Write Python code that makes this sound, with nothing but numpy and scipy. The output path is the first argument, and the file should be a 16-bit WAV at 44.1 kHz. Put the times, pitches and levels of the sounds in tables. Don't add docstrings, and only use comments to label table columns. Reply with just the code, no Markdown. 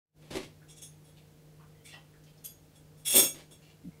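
import sys
import numpy as np
from scipy import signal
from scipy.fft import rfft, irfft
from scipy.io import wavfile

SR = 44100
rng = np.random.default_rng(int(sys.argv[2]) if len(sys.argv) > 2 else 0)


def master_out(mix):
    frames = np.transpose(np.atleast_2d(mix))
    ceiling = np.clip(frames, -1, 1)
    pcm = np.round(ceiling * 32767).astype(np.int16)
    wavfile.write(sys.argv[1], SR, pcm)


N = 176400
T = np.arange(N) / SR
HZ = np.maximum(np.arange(N // 2 + 1) * SR / N, 1)

# (start [s], hold [s], level [dB], force [0-1], thud vs level [dB], treble tilt [dB per octave])
CLINK_EVENTS = [(0.674, 0.017, -52, 0.06, -20.5, -16), (0.753, 0.015, -52, 0.3, -23, -12),
                (0.809, 0.013, -47, 0.58, -21, -4), (1.028, 0.045, -66, 0, -35, -1),
                (1.838, 0.012, -56.5, 0.9, -16, -9), (2.738, 0.0094, -59, 0.2, -25, -6),
                (2.962, 0.04, -66, 0.5, -21.5, 1), (3.044, 0.019, -28.5, 0.02, -38, 0.5),
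                (3.089, 0.039, -27.5, 0.7, -27, 2), (3.129, .006, -27.5, .6, -3.5, 0.5),
                (3.146, 0.012, -15.5, 0.97, -15, 4.5), (3.171, 0.023, -19, 1, -12, 1),
                (3.211, 0.034, -29.5, 1, -10.5, 3), (3.5, 0.0079, -52.5, 0.45, -6, -6)]
# (pitch [Hz], level if grazed [dB], level if struck [dB], full ring time [s])
SPROCKET_TONES = [(2305, -14, -19, .13), (2690, -12, -18, .12), (2821, -13, -15, .15), (3348, -4, -7, .16),
                  (3543, -5, -6, .2), (3815, -11, -18, .17), (5399, -5, -4, .17), (5689, -7, -7, .22),
                  (6571, -4, -1, .25), (7020, -16, -14, .2), (7595, -6, -10, .17), (8154, -11, -7, .18),
                  (8325, -8, -4, .18), (8562, -6, 2, .19), (9180, -6, -5, .2), (10124, 1, -8, .2),
                  (10360, 0, -7, .2), (11226, -19, -8, .2), (12345, -13, -6, .18), (12780, -10, -3, .17),
                  (12980, -11, -9, .15), (13190, -11, -4, .17), (13650, -24, -15, .22),
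                  (14730, -10, -10, .19), (15460, -22, -14, .14)]
# (frequency [Hz], level [dB])
CRACK_SPECTRUM = [(200, -25.5), (900, -13.5), (1900, -13.5), (3000, -3), (5000, -3.5), (6300, -4),
                  (8000, 2), (10400, 3), (11700, -11), (12900, 0.5), (13900, -15.5), (14700, -8),
                  (15800, -19.5)]
# (frequency [Hz], level [dB])
THUD_SPECTRUM = [(40, -19), (110, -14.5), (210, -3), (290, -1), (370, 3.5), (460, -8), (580, 2), (730, -13),
                 (1500, -20.5), (2400, -26.5), (5000, -51)]
GRIP_START_S, GRIP_DB_PER_S = 3.3, 260

def sprocket_clinks():
    out, all_strikes = 0, 0
    grip = amp(-GRIP_DB_PER_S * np.maximum(T - GRIP_START_S, 0))
    for start, hold, db, force, thud_db, tilt in CLINK_EVENTS:
        attack_s = np.interp(force, [0, 1], [0.02, 0.0096])
        ring_share = np.interp(force, [0, 1], [0.54, 1])
        tones = [(hz, np.interp(force, [0, 1], [grazed, struck]), ring_share * ring_s)
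                 for hz, grazed, struck, ring_s in SPROCKET_TONES]
        hits = tiny_hits()
        loudness = amp(db) * envelope(start, hold, attack_s, release_s=0.015)
        ringing = amp(-1) * ring(hits * loudness, tones)
        if start < GRIP_START_S:
            ringing *= grip
        crack = amp(-9.5) * loudness * colour(link_glints(hits), CRACK_SPECTRUM)
        thud = amp(thud_db) * loudness * colour(hits, THUD_SPECTRUM)
        out += tilt_treble(ringing + crack, tilt) + thud
        all_strikes += hits * loudness
    return out + amp(-15) * chain_rattle(all_strikes)

CHAIN_LOW_HZ, CHAIN_HIGH_HZ = 2197, 15270

def chain_rattle(strikes, links=70, ring_s=0.09, spread_db=9.5):
    pitches = CHAIN_LOW_HZ + (CHAIN_HIGH_HZ - CHAIN_LOW_HZ) * (np.arange(links) + rng.random(links)) / links
    levels = np.interp(pitches, *np.transpose(CRACK_SPECTRUM)) + spread_db * rng.standard_normal(links)
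    return ring(strikes, [(hz, db, ring_s) for hz, db in zip(pitches, levels)])

def link_glints(hits, step_hz=130, spread_db=5):
    hz = np.arange(CHAIN_LOW_HZ, SR / 2, step_hz)
    db = spread_db * np.clip(rng.standard_normal(256)[:len(hz)], -2, 2)
    return unit(filtered(hits, amp(np.interp(HZ, hz, db, left=0))))

def tilt_treble(x, db_per_octave, above_hz=7600):
    octaves_above = np.log2(np.maximum(HZ / above_hz, 1))
    return filtered(x, amp(db_per_octave * octaves_above))

# (start [s], hold [s], level [dB])
PING_EVENTS = [(2.436, 0.0088, -40)]
# (pitch [Hz], level [dB], ring time [s])
LINK_TONES = [(3400, -17, .2), (4830, -19, .15), (6660, -13, .22), (8177, -13, .18), (8958, -13, .13),
              (10450, -14, .14), (11670, -1, .15), (13300, -14, .14), (13660, -15, .13)]

def link_ping():
    hits = tiny_hits()
    loudness = sum(amp(db) * envelope(start, hold, attack_s=0.012, release_s=0.019)
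                   for start, hold, db in PING_EVENTS)
    crack = amp(-5) * loudness * colour(link_glints(hits), CRACK_SPECTRUM)
    return ring(hits * loudness, LINK_TONES) + crack

# (start [s], hold [s], clatter level [dB], thud level [dB])
CLUNK_EVENTS = [(0.215, 0.09, -66, -67), (.301, 0.038, -45.5, -47.5), (0.345, 0.019, -39.5, -39),
                (0.397, 0.042, -50, -77), (3.337, 0.064, -54.5, -61)]
# (frequency [Hz], level [dB])
CLATTER_SPECTRUM = [(200, 1), (700, -7.5), (1400, -12.5), (2100, -5.5), (3500, -5.5), (6500, -13.5),
                    (11000, -17), (12500, -23), (15800, -39)]

def sprocket_clunks():
    out = 0
    for start, hold, clatter_db, thud_db in CLUNK_EVENTS:
        hits = tiny_hits()
        clatter = amp(clatter_db) * colour(hits, CLATTER_SPECTRUM)
        thud = amp(thud_db) * colour(hits, THUD_SPECTRUM)
        out += envelope(start, hold, attack_s=0.0086, release_s=0.02) * (clatter + thud)
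    return out

# (start [s], hold [s], level [dB], pitch [Hz], width [octaves])
SCUFF_AND_RING_BANDS = [(0.609, .012, -65.5, 1570, 0.27), (0.698, 0.078, -65, 6450, 0.17),
                        (0.81, 0.022, -51.5, 6300, 0.13), (0.81, 0.03, -52.5, 9660, 0.076),
                        (1.16, 0.013, -62.5, 2800, 0.64), (1.588, 0.035, -63, 1130, 0.36),
                        (1.732, 0.024, -71.5, 2030, 0.079), (1.782, .025, -76, 3100, 0.033),
                        (1.842, 0.033, -57, 8300, 0.33), (1.845, 0.034, -64, 5400, .2),
                        (1.843, 0.032, -59.5, 2230, 0.1), (1.847, 0.073, -56.5, 2920, 0.71),
                        (1.914, 0.018, -57, 1950, 0.072), (1.922, 0.021, -54, 2960, 0.12),
                        (1.923, 0.011, -65, 4980, 0.058), (1.926, 0.029, -56, 795, 0.67),
                        (2.125, 0.026, -68.5, 1650, .3), (2.229, .003, -65, 5200, .7),
                        (2.255, .025, -65, 3150, 0.4), (2.369, .003, -66, 4370, .6),
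                        (3.41, 0.0032, -73, 3960, 0.28), (3.61, 0.093, -64.5, 2940, 0.84),
                        (3.907, 0.024, -71, 2144, 0.07)]

def scuffs_and_light_ring():
    out = 0
    for start, hold, db, hz, octaves in SCUFF_AND_RING_BANDS:
        band = 1 / (1 + (np.log2(HZ / hz) / octaves) ** 2)
        noise = unit(filtered(link_glints(tiny_hits()), band))
        out += amp(db) * envelope(start, hold, attack_s=0.011, release_s=0.027) * noise
    return out

# (start [s], hold [s], level [dB])
BUMP_EVENTS = [(3.831, 0.044, -41.5)]
# (frequency [Hz], level [dB])
BUMP_SPECTRUM = [(60, -14), (130, -17), (175, 9), (230, -3), (290, -1.5), (380, -22), (1000, -51)]

def hand_bump():
    loudness = sum(amp(db) * envelope(start, hold, attack_s=0.016, release_s=0.0043)
                   for start, hold, db in BUMP_EVENTS)
    return unit(loudness * colour(tiny_hits(), BUMP_SPECTRUM)) * loudness.std()

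def room_echo(x, ring_s=0.27, delay_s=0.004, dull_above_hz=8000):
    tail = rng.standard_normal(N) * amp(-60 * np.minimum(T / ring_s, 3)) * (T > delay_s)
    echo = signal.fftconvolve(x, tail / np.sqrt(np.sum(tail ** 2)))[:N]
    return signal.sosfilt(signal.butter(1, dull_above_hz, fs=SR, output="sos"), echo)

# (frequency [Hz], level [dB])
RUMBLE_SPECTRUM = [(15, -43), (25, -15), (101, -8.5), (122, -18.5), (156, -7), (215, -16), (289, -11.5),
                   (421, -19.5), (457, -16), (1140, -30), (1490, -30), (5280, -34), (15500, -37.5)]
# (pitch [Hz], level [dB])
HUM_TONES = [(98, -69.5), (152, -58.5), (457, -71.5)]

def rumble_and_hum(waver_depth=0.21, waver_hz=2.9):
    out = amp(-60) * colour(rng.standard_normal(N), RUMBLE_SPECTRUM)
    keep_slow = 1 / (1 + (HZ / waver_hz) ** 2)
    for hz, db in HUM_TONES:
        swell = waver_depth * unit(filtered(rng.standard_normal(N), keep_slow))
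        drift = waver_depth * unit(filtered(rng.standard_normal(N), keep_slow))
        phase = 2 * np.pi * hz * T
        out += amp(db) * unit((1 + swell) * np.sin(phase) + drift * np.cos(phase))
    return out

def tiny_hits(per_second=5000):
    return unit(rng.standard_normal(N) * (rng.random(N) < per_second / SR))

def envelope(start, hold, attack_s, release_s):
    age = T - start
    rise = np.clip(age / attack_s, 0, 1) ** 2
    return rise * np.exp(-np.clip((age - attack_s - hold) / release_s, 0, 30))

def ring(strikes, tones):
    out = 0
    drive = strikes + 1e-15 * (T % .01 < .005)
    for hz, db, ring_s in tones:
        decay, angle = amp(-60 / (ring_s * SR)), 2 * np.pi * hz / SR
        tone = signal.lfilter([1, 0, -1], [1, -2 * decay * np.cos(angle), decay * decay], drive)
        out += amp(db) * unit(tone)
    return unit(out) * strikes.std()

def colour(x, spectrum):
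    hz, db = np.transpose(spectrum)
    return unit(filtered(x, amp(np.interp(np.log(HZ), np.log(hz), db))))

def filtered(x, gains):
    return irfft(rfft(x) * gains, N)

def amp(db):
    return 10 ** (np.asarray(db) / 20)

def unit(x):
    return x / np.sqrt(np.mean(x ** 2) + 1e-30)

def scene():
    metal = sprocket_clinks() + link_ping() + sprocket_clunks() + scuffs_and_light_ring()
    return (metal + amp(-5) * room_echo(metal) + hand_bump() + rumble_and_hum())[None]

# (time [s], level [dB])
FADE_CURVE = [(0, -60), (.12, -32), (.17, -5.5), (.22, -1)]
CUTOFF_HZ = 15700

def record(dry):
    faded = dry * amp(np.interp(T, *np.transpose(FADE_CURVE)))
    return signal.sosfilt(signal.ellip(12, .1, 80, CUTOFF_HZ, fs=SR, output="sos"), faded)

dry = scene()
out = record(dry)
master_out(out)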